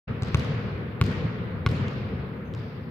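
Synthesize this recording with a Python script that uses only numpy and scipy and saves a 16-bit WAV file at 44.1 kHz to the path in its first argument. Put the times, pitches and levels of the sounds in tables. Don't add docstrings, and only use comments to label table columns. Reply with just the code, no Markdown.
import sys
import numpy as np
from scipy import signal
from scipy.fft import rfft, irfft, next_fast_len
from scipy.io import wavfile
from scipy.ndimage import uniform_filter1d

SR = 44100
rng = np.random.default_rng(int(sys.argv[2]) if len(sys.argv) > 2 else 0)


def wav_record(signal):
    frames = np.transpose(np.atleast_2d(signal))
    bounded = np.clip(frames, -1, 1)
    quanta = np.round(bounded * 32767).astype(np.int16)
    wavfile.write(sys.argv[1], SR, quanta)


def voltage_ratio(decibels):
    exponent = np.asarray(decibels, float) / 20
    return 10 ** exponent


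N = 127890
LEAD = SR

# start in seconds, strength in dB, ping in dB, crack in dB, hall in dB.
BOUNCES = [
    (-.97, -8.5, 4, -23, -27),
    (-.32, -16.5, -11, -23, -27),
    (.3457, -11, -15, -22, -28),
    (1.0136, -11.5, -9.5, -25.5, -26.5),
    (1.6635, -12.5, -4, -25.5, -27.5),
]
# start in seconds, click in
# dB, second click in dB, thump in dB, hall in dB.
KNOCKS = [
    (0.2225, -25.5, -28.5, -20.5, -33),
    (1.8826, -33, -55, -38, -38.5),
    (2.538, -36.5, -37, -29, -39.5),
]
# pitch in Hz, level in dB.
KNOCK_TONE = [(300, 0), (1200, 4), (2200, -3), (4000, 1), (6500, 2), (9000, -6), (16000, -18)]
# pitch in Hz, level in dB.
KNOCK_HALL = [(100, 1), (1000, 1.5), (3000, 2), (5200, 5.5), (7000, -8.5), (10000, -6)]
# pitch in Hz, level in dB, time to fall by 60 dB in seconds.
AIR_RINGS = [(1116, -3.5, 0.039), (1429, -9, 0.049), (2133, -7, 0.023), (2800, -24, .025),
             (3290, -19, 0.02), (4090, -18.5, 0.022), (5220, -23, 0.03), (8100, -37.5, 0.022)]
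# pitch in Hz, level in dB.
CRACK_TONE = [(500, -4), (1500, 0.5), (3000, 6.5), (6000, -7), (8000, -14.5), (10500, -23.5),
              (15000, -21.5), (16500, -15.5)]
ECHO_DELAYS = [.0262, .036, .0508, .102, .162]
ECHO_TREBLE_DB = [-14, -32, -14, -21, -36]
# bass level in dB, left minus right in dB.
ECHO_BASS = [(-13, 4), (-12, -3.5), (-14, -0.5), (-24.5, 2), (-15, 0.5)]
# pitch in Hz, level in dB.
ECHO_TONE = [(300, -25), (1000, -14), (2500, -9), (5000, 3), (8000, 2), (16000, 2)]
# pitch in Hz, time to fall by 60 dB in seconds.
HALL_T60 = [(60, 4.1), (250, 5.77), (600, 6.02), (1500, 4.7), (3000, 2.74), (5000, 1.57), (8000, 0.57),
            (14000, 0.4)]
# pitch in Hz, level in dB per Hz.
HALL_COLOUR = [(25, -39), (45, -21), (78, -5), (115, -1.5), (175, -5.5), (240, -10.5), (300, -19),
               (480, -14.5),
               (600, -24), (800, -28), (1200, -24.5), (2300, -27.5), (4500, -36.5), (7000, -48), (10000, -54),
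             (16000, -61)]
# pitch in Hz, likeness from 0 to 1.
ALIKE = [(60, .97), (150, 0.97), (350, 0.9), (700, 0.42), (1400, 0), (3000, 0), (8000, 0)]
# pitch in Hz, left minus right in dB.
PORTS = [(60, 1.76), (700, 1.04), (1400, -0.4), (3000, 1), (5000, 7), (6500, -8), (8500, -13.5),
         (13000, -2.5)]
# pitch in Hz, level in dB.
HISS_TONE = [(4000, -30.5), (7000, -28), (9500, -8.5), (10500, -5), (13000, 0), (15500, 0), (16000, -6)]
# pitch in Hz, level in dB.
MURMUR_TONE = [(30, -18), (100, 7), (450, -1.5), (800, -25), (2000, -14.5), (5000, -37.5), (8000, -53.5)]

SLAP_DB, SLAP_S, SLAP_HZ = 3, 0.00013, 1900
INNER_S, INNER_DB = 0.0008, -6
CRACK_T60, TICK_DB, TICK_T60 = 0.0296, 11, 0.0025
KNOCK_CRACK_DB, SECOND_S = -15.5, 0.0112
SQUASH_HZ, FIRST_TOP_S, FLAT = 118, 0.0025, 0.1
RISE_S, CONTACT_S, LIFT_S = 0.0003, 0.0128, 0.00089
AFTER_DB, AFTER_HZ, AFTER_T60 = -6.5, 225.7, 0.021
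PEEL_S, PEEL_DB = 0.0102, -10
LATE_MS, LATE_MS_PER_S = 0.15, -0.075
ECHO_BASS_HZ = 298
HALL_WAIT_S, HALL_FILL_S, PATCHY_DB = 0.011, 0.023, 1.5
BRIGHT, USUAL_CRACK_DB, BRIGHT_HZ = 0.4, -24, 2500
RUB_S, RUB_HALF_S, RUB_HZ, RUB_WIDE_HZ, RUB_DB = 2.46, 0.13, 6350, 330, -89
MURMUR_DB, HISS_DB = -50.5, -74.5
LOW_HZ, TOP_HZ = 42, 15900
START_S, FADE_S = 0.071, 0.011


def unit(x):
    return x / np.sqrt(np.mean(x ** 2) + 1e-20)


def along(points, hz):
    f, v = np.transpose(points)
    return np.interp(np.log(hz + 1), np.log(f + 1), v)


def filtered(x, response):
    n = x.shape[-1]
    m = next_fast_len(n + 8192)
    return irfft(rfft(x, m) * response(np.fft.rfftfreq(m, 1 / SR)), m)[..., :n]


def coloured(x, points):
    return filtered(x, lambda hz: voltage_ratio(along(points, hz)))


def paired(pair):
    def shares(hz):
        turn = np.arccos(np.clip(along(ALIKE, hz), -1, 1)) / 2
        return np.array([np.cos(turn), np.sin(turn)])
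    mid, side = filtered(pair, shares)
    return np.array([mid + side, mid - side])


def room_tone():
    noise = paired(rng.standard_normal((2, N + SR)))
    return voltage_ratio(MURMUR_DB) * unit(coloured(noise, MURMUR_TONE))[:, :N]


def rub():
    noise = rng.standard_normal((2, N))
    hiss = unit(filtered(noise, lambda hz: np.exp(-((hz - RUB_HZ) / RUB_WIDE_HZ) ** 2)))
    strokes = voltage_ratio(3.5 * unit(uniform_filter1d(rng.standard_normal(N), size=1200)))
    swell = np.exp(-((np.arange(N) / SR - RUB_S) / RUB_HALF_S) ** 4)
    return voltage_ratio(RUB_DB) * hiss * strokes * swell


def walls(hz):
    bass = 1 / (1 + (hz / ECHO_BASS_HZ) ** 4)
    treble = voltage_ratio(along(ECHO_TONE, hz))
    total = 0
    for s, treble_db, (bass_db, pan_db) in zip(ECHO_DELAYS, ECHO_TREBLE_DB, ECHO_BASS):
        colour = voltage_ratio(treble_db) * treble + voltage_ratio(bass_db) * bass
        sides = voltage_ratio([[pan_db / 2], [-pan_db / 2]])
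        total = total + colour * sides * np.exp(-2j * np.pi * hz * s)
    return total


def hall():
    noise = unit(coloured(paired(rng.standard_normal((2, 4 * SR))), HALL_COLOUR))
    hz, t, z = signal.stft(noise, SR, nperseg=256)
    patches = uniform_filter1d(uniform_filter1d(rng.standard_normal(z.shape[1:]), 4, 0), 12, 1)
    fill = 1 - np.exp(-np.maximum(t - HALL_WAIT_S, 0) / HALL_FILL_S)
    decay_db = -60 * t / along(HALL_T60, hz)[:, None]
    return signal.istft(z * fill * voltage_ratio(PATCHY_DB * unit(patches) + decay_db), SR, nperseg=256)[1]


def add(out, s, x, tail):
    i = round((s - 1 / 1000) * SR) + LEAD
    n = min(out.shape[1] - i, tail.shape[1])
    out[:, i:i + n] += tail[:, :n]
    late_s = max(LATE_MS + LATE_MS_PER_S * s, 0) / 1000
    delays = np.array([[0], [late_s]])
    near = filtered(np.array([x, x]), lambda hz: np.exp(-2j * np.pi * hz * delays) + walls(hz))
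    out[:, i:i + len(x)] += near


def kick(u, wide):
    bell = np.exp(-(u / SLAP_S / wide) ** 2 / np.where(u > 0, 3, 1))
    return -bell * np.cos(2 * np.pi * SLAP_HZ * u / wide)


def snap(t, at, crack_db):
    u = t - at
    after = np.maximum(u, 0)
    noise = unit(coloured(rng.standard_normal(len(t)), CRACK_TONE))
    fade = voltage_ratio(-60 * after / CRACK_T60) + voltage_ratio(TICK_DB - 60 * after / TICK_T60)
    crack = voltage_ratio(crack_db) * fade * noise * (u >= 0)
    return kick(u, 1) + voltage_ratio(INNER_DB) * kick(u - INNER_S, 1.56) + crack


def thump(t):
    rise = 1 - np.exp(-np.maximum(t, 0) / RISE_S)
    held = rise / (1 + np.exp(np.clip((t - CONTACT_S) / LIFT_S, -50, 50)))
    turn = 2 * np.pi * SQUASH_HZ * (t - FIRST_TOP_S)
    swing = held * (np.cos(turn) - FLAT * np.cos(3 * turn))
    u = np.maximum(t - CONTACT_S, 0)
    return swing + voltage_ratio(AFTER_DB - 60 * u / AFTER_T60) * np.sin(2 * np.pi * AFTER_HZ * u)


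def air_ping(t):
    u = np.maximum(t, 0)
    ping = np.zeros(len(t))
    for hz, db, t60 in AIR_RINGS:
        level = voltage_ratio(db + rng.normal(0, 0.5) - 60 * u / t60)
        ping -= level * np.cos(2 * np.pi * hz * u + rng.normal(0.73, 0.35))
    return ping * (1 - np.exp(-u / 0.0011))


def bounce(t, ping_db, crack_db):
    slap = voltage_ratio(SLAP_DB) * snap(t, 0, crack_db)
    peel = voltage_ratio(PEEL_DB) * uniform_filter1d(snap(t, PEEL_S, crack_db + 7.5), size=5)
    return thump(t) + slap - peel + voltage_ratio(ping_db) * air_ping(t)


def knock(t, db, second_db, thump_db):
    clicks = voltage_ratio(db) * snap(t, 0, KNOCK_CRACK_DB) + voltage_ratio(second_db) * snap(t, SECOND_S, KNOCK_CRACK_DB)
    return coloured(clicks, KNOCK_TONE) + voltage_ratio(thump_db) * thump(t)


def ball():
    out = np.zeros((2, N + LEAD))
    t = np.arange(SR // 4) / SR - 1 / 1000
    for s, db, ping_db, crack_db, hall_db in BOUNCES:
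        extra_db = BRIGHT * (crack_db - USUAL_CRACK_DB)
        tail = filtered(hall(), lambda hz: voltage_ratio(hall_db + extra_db * hz ** 2 / (hz ** 2 + BRIGHT_HZ ** 2)))
        add(out, s, voltage_ratio(db) * bounce(t, ping_db, crack_db), tail)
    for s, db, second_db, thump_db, hall_db in KNOCKS:
        tail = voltage_ratio(hall_db) * coloured(hall(), KNOCK_HALL)
        add(out, s, knock(t, db, second_db, thump_db), tail)
    return out[:, LEAD:]


def scene():
    return room_tone() + rub() + ball()


def band_limit(x):
    return signal.sosfilt(signal.butter(12, 16620, fs=SR, output="sos"), x)


def record(dry):
    padded = np.pad(dry, ((0, 0), (0, SR // 10)), "reflect")
    halves = np.array([[0.5], [-0.5]])
    x = filtered(padded, lambda hz: voltage_ratio(along(PORTS, hz) * halves))
    x = x + voltage_ratio(HISS_DB) * unit(coloured(rng.standard_normal(x.shape), HISS_TONE))
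    x = filtered(x, lambda hz: 1 / np.sqrt(1 + (LOW_HZ / (hz + 1)) ** 6) / (1 + (hz / TOP_HZ) ** 60))
    fade = np.clip((np.arange(N) / SR - START_S) / FADE_S, 0, 1) ** 2
    return band_limit(x[:, :N] * fade)


dry = scene()
out = record(dry)
wav_record(out)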